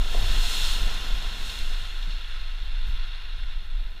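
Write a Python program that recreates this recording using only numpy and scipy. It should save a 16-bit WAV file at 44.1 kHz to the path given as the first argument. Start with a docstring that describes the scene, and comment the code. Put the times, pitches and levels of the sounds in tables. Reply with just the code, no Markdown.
"""On a rough dirt track, an SUV ploughs through a mud puddle a few metres away, then drives off.
The bow wave and the front and rear wheels each throw a sheet of mud that rains down as countless impacts.
Tyres crunch on wet grit and churn the water; the engine's firings drone low through a muffled exhaust.
Wind buffets the camera, whose closed plastic case colours everything with its resonances."""
import sys
import numpy as np
from scipy import signal
from scipy.fft import rfft, irfft
from scipy.io import wavfile
from scipy.ndimage import uniform_filter1d

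SR = 44100
rng = np.random.default_rng(int(sys.argv[2]) if len(sys.argv) > 2 else 0)


def to_wav(s):
    """Save 16-bit WAV."""
    ch = np.atleast_2d(s).T  # columns
    pcm = np.round(np.clip(ch, -1, 1) * 32767)  # PCM
    wavfile.write(sys.argv[1], SR, pcm.astype(np.int16))


N = 176400
T = np.arange(N) / SR


def undb(db):
    """Amplitude ratio of a level in decibels."""
    return 10 ** (np.asarray(db) / 20)


def unit(x):
    """Normalisation to rms 1."""
    return x / np.sqrt(np.mean(x ** 2))


def curve(rows):
    """Amplitude envelope interpolated between rows of time_s, level_db."""
    return undb(np.interp(T, *np.array(rows).T))


def filtered(x, db_at):
    """Minimum-phase filter: folding the cepstrum makes the gain db_at(hz) causal."""
    size = 2 * N
    hz = np.maximum(np.arange(N + 1) * SR / size, 1)
    cepstrum = irfft(np.log(undb(db_at(hz))))
    cepstrum[1:N] *= 2
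    cepstrum[N + 1:] = 0
    return irfft(rfft(np.tile(x, 2)) * np.exp(rfft(cepstrum)))[N:]


def colour(x, points):
    """Spectral shaping by rows of frequency_hz, gain_db; the result has rms 1."""
    hz, db = np.array(points).T
    f = np.maximum(np.arange(N // 2 + 1) * SR / N, 1)
    gain = undb(np.interp(np.log(f), np.log(hz), db))
    return unit(irfft(rfft(x) * gain, N))


def walk(rate_hz):
    """Slow random modulation: random steps smoothed twice, at rms 1."""
    k = max(int(SR / rate_hz), 1)
    steps = np.repeat(rng.standard_normal(N // k + 1), k)
    return unit(uniform_filter1d(uniform_filter1d(steps, k), k)[:N])


def impacts(per_s, spread_db):
    """Shot noise: independent tiny impacts, many weak and a few strong."""
    hit = rng.random(N) < per_s / SR
    size = np.minimum(rng.exponential(size=N), 5)
    sign = rng.choice([-1, 1], N)
    return hit * sign * undb(spread_db * size)


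def bursts(rows, attack_s, octaves):
    """Heavily damped vibration: each knock is a band of noise that decays exponentially."""
    out = np.zeros(N)
    f = np.maximum(np.arange(SR // 4 + 1) * 2, 1)
    for start_s, db, centre_hz, decay_s in rows:
        band = 1 / (1 + (np.log2(f / centre_hz) / octaves) ** 4)
        body = unit(irfft(rfft(rng.standard_normal(SR // 2)) * band))
        body = unit(body / np.sqrt(abs(signal.hilbert(body))))  # partly evens out the noise's envelope
        i = int(start_s * SR)
        t = T[:min(SR // 2, N - i)]
        envelope = np.minimum(t / attack_s, 1) * np.exp(-np.maximum(t - attack_s, 0) / decay_s)
        out[i:i + len(t)] += undb(db) * body[:len(t)] * envelope
    return out


def rumble():
    """Ambient noise: air and track lay a steady low band under everything."""
    # spectrum of the rumble: frequency_hz, gain_db
    spectrum = [(30, 6), (60, 15), (90, -17), (140, -16), (300, -24.5), (700, -18), (1500, -36)]
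    return colour(rng.standard_normal(N), spectrum) * undb(-48.5)


def wind(steady_s=0.056):
    """Turbulent pressure: eddies shake the case with a deep flutter that follows the gusts."""
    # spectrum of the eddies: frequency_hz, gain_db
    spectrum = [(8, -11), (18, -2), (26, -1.5), (36, -9.5), (52, -25), (80, -35.5), (130, -49), (250, -60),
                (600, -81)]
    # strength of the wind on the case: time_s, level_db
    gusts = [(0, -16.5), (.08, -23), (.16, -16.5), (.28, -20.5), (.33, -16), (.46, -19), (.53, -27),
             (.68, -18.5), (.77, -23), (.86, -18), (1.04, -30), (1.15, -17), (1.22, -31), (1.28, -21),
             (1.35, -34.5), (1.44, -23), (1.54, -40), (1.59, -23), (1.71, -21), (1.9, -31), (2.0, -25),
             (2.17, -25.5), (2.22, -34), (2.27, -26), (2.6, -27), (2.85, -21), (3.04, -23.5), (3.11, -29.5),
             (3.27, -30), (3.36, -26.5), (3.58, -24.5), (3.64, -30.5), (3.76, -22), (4, -35.5)]
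    eddies = colour(rng.standard_normal(N), spectrum)
    strength = np.sqrt(uniform_filter1d(abs(signal.hilbert(eddies)) ** 2, int(steady_s * SR)))
    return unit(eddies / strength) * curve(gusts)


def engine(firing_hz=70, wander=0.012):
    """Source and filter: a slightly uneven train of firing pulses sounds through a muffled exhaust."""
    # response of exhaust and body: frequency_hz, gain_db
    exhaust = [(40, -12), (70, 15), (140, -3.5), (210, 3.5), (290, -5), (400, -5.5), (800, -12),
               (2000, -49)]
    # the engine passing and receding: time_s, level_db
    passage = [(0, -71), (.9, -49.5), (1.5, -47), (1.85, -56), (2.3, -60.5), (3, -75), (4, -66)]
    cycles = np.floor(np.cumsum(firing_hz * (1 + wander * walk(rate_hz=5))) / SR)
    firings = np.diff(cycles, prepend=0)
    return colour(firings - firings.mean(), exhaust) * curve(passage)


def knocks():
    """Impact excitation: slow blows give low thumps, abrupt ones give high ticks."""
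    # wheels and water thumping the body: start_s, level_db, centre_hz, decay_s
    thumps = [(.142, -29.5, 543, 0.008), (.222, -31, 86.5, 0.028), (.304, -35, 133, 0.013),
              (.36, -38.5, 180, 0.01), (.816, -40, 123, 0.021), (1.035, -50, 246, 0.023),
              (1.7, -55, 555, 0.034), (1.808, -41.5, 99, 0.021), (2.07, -43, 118, 0.03)]
    # grit and drops ticking nearby: start_s, level_db, centre_hz, decay_s
    ticks = [(.943, -42, 8000, .004), (1.495, -34, 3480, 0.01), (1.589, -37, 9800, 0.0012),
             (2.028, -37, 3300, 0.0045), (2.105, -42.5, 3580, 0.054), (2.245, -39, 2757, 0.0079),
             (3.436, -37, 2700, 0.0028)]
    return bursts(thumps, attack_s=0.006, octaves=0.6) + bursts(ticks, attack_s=0.0005, octaves=0.5)


def tyre_crunch(far_from_s=3.15, dulling_db_per_s=3, dull_above_hz=1200):
    """Shot noise of treads crunching wet grit in uneven spurts; the treble fades with distance."""
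    # spectrum of the wet grit: frequency_hz, gain_db
    spectrum = [(200, -11), (500, -7), (900, -3.5), (1500, 2.5), (2400, 2.5), (3500, 7), (4400, 0),
                (5500, -9.5), (7500, -25.5), (10000, -20.5), (15000, -44)]
    # course of the crunch: time_s, relative_level_db
    levels = [(0, -41.5), (.26, -37), (.7, -37), (1.0, -38.5), (1.55, -41.5), (1.78, -41), (1.98, -43),
              (2.2, -45), (2.35, -43), (2.62, -46), (2.87, -44), (3.1, -44.2), (3.28, -46), (3.5, -45),
              (3.7, -48), (4, -48)]
    grit = colour(impacts(per_s=6000, spread_db=2), spectrum)
    grit *= undb(0.47 * walk(rate_hz=27.85))
    lows = signal.sosfiltfilt(signal.butter(1, dull_above_hz, fs=SR, output="sos"), grit)
    treble_gain = undb(-dulling_db_per_s * np.maximum(T - far_from_s, 0))
    return (lows + (grit - lows) * treble_gain) * curve(levels) * undb(-0.5)


def bubbles(count, lowest_hz=250, octaves=2.2, ring_cycles=11):
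    """Bubble resonance: air in thick mud rings briefly, rising in pitch as it dies away."""
    t = T[:SR // 10]
    out = np.zeros(N + len(t))
    for when, pitch, size in rng.random((count, 3)):
        hz = lowest_hz * 2 ** (octaves * pitch)
        age = t * hz / ring_cycles
        envelope = undb(10 * size) * np.exp(-np.log(30) * age)
        i = int(when * N)
        out[i:i + len(t)] += envelope * np.sin(2 * np.pi * hz * t * (1 + 0.15 * age))
    return unit(out[:N])


def tyre_churn():
    """Air entrainment: tyres churn the muddy water into low slaps and gulping bubbles."""
    # spectrum of the slapping water: frequency_hz, gain_db
    spectrum = [(60, -3), (120, 1), (200, -4), (300, -12.5), (450, -6.5), (750, -5.5), (1100, -20.5),
                (2000, -31.5)]
    # course of the churning under the body: time_s, relative_level_db
    levels = [(0, -45.5), (.2, -40.5), (.65, -50), (.85, -43.5), (1.4, -50.5), (1.8, -56), (2.3, -62),
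              (3.3, -66), (4, -59.5)]
    slaps = colour(impacts(per_s=700, spread_db=2), spectrum)
    gulps = bubbles(count=400) * undb(-12)
    return (slaps + gulps) * curve(levels) * undb(-1)


def mud_spray(flicker_db=0.5):
    """Superposed drop impacts: each sheet swells, holds and thins out; a few fat drops stand out."""
    # sheets of mud falling back from bow wave, front wheel and rear wheel:
    # peak_s, level_db, rise_db_per_s, fall_db_per_s, hold_s
    sheets = [(0.2, -40.5, 16, 11.5, 0.77), (0.518, -32.5, 30.5, 86, 0.2), (1.478, -41, 69, 30, 0.035)]
    # spectrum of the heavier, duller bow wave: frequency_hz, gain_db
    bow_wash = [(400, -8.5), (1200, -3.5), (2200, -29), (3100, 6.5), (3900, -4.5), (4800, -2), (6500, -10),
                (9000, -16.5), (11500, -17), (15000, -25)]
    # spectrum of the spray from a wheel: frequency_hz, gain_db
    wheel_spray = [(400, -11.5), (1200, -13), (2200, -9.5), (3000, 2.5), (3800, 2.5), (4800, -1),
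                   (6500, -8), (9000, -10), (11500, -16.5), (15000, -18.5)]
    # spectrum of lone drops pattering down: frequency_hz, gain_db
    patter = [(1000, -30), (3000, 9), (5000, -2), (9000, -3.5), (15000, -6)]
    out = np.zeros(N)
    for sheet, spectrum in zip(sheets, (bow_wash, wheel_spray, wheel_spray)):
        peak_s, db, rise, fall, hold_s = sheet
        swell_db = db - rise * np.maximum(peak_s - T, 0) - fall * np.maximum(T - peak_s - hold_s, 0)
        mist = colour(impacts(per_s=14000, spread_db=1.5), spectrum)
        drops = colour(impacts(per_s=200, spread_db=1.8), patter) * undb(-17)
        out += (mist + drops) * undb(swell_db + flicker_db * walk(rate_hz=44.5))
    return out


def scene():
    """Superposition: the pressures of mud, vehicle and wind add at one microphone."""
    return (mud_spray() + tyre_crunch() + tyre_churn() + engine() + knocks() + wind() + rumble())[None]


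def record(dry):
    """Enclosure resonance: the case rings, the microphone adds faint hiss, and a low-pass cuts the top."""
    # bell-shaped resonances (+) and dips (-) of the camera case: centre_hz, half_width_hz, gain_db
    resonances = [(549, 50, -4), (700, 24, 0), (1035, 60, 3.5), (1193, 52, -7.5), (1360, 140, 5),
                  (1782, 23, 3.5), (2308, 28, -10.5), (2490, 14, -1.5), (2790, 84, 5), (3009, 78, -7),
                  (3146, 15, 2), (3240, 35, -3.5), (3446, 59, 3.5), (3740, 51, 5.5), (3930, 42, -3.5),
                  (4180, 122, 4), (4727, 96, -13), (5020, 47, -7), (5200, 62, 1), (5600, 50, 0),
                  (5780, 56, -13), (6800, 87, 4.5), (9970, 390, 5.5), (10130, 700, -5)]
    hiss_db, top_hz = -89, 15300

    def case_db(f):
        """Frequency response of the case: its peaks and dips add in decibels."""
        return sum(db * np.exp(-0.5 * ((f - hz) / width) ** 2) for hz, width, db in resonances)

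    heard = filtered(dry[0], case_db) + undb(hiss_db) * rng.standard_normal(N)
    low_pass = signal.ellip(10, 0.2, 80, top_hz, fs=SR, output="sos")
    return signal.sosfilt(low_pass, heard)[None]


dry = scene()
out = record(dry)
to_wav(out)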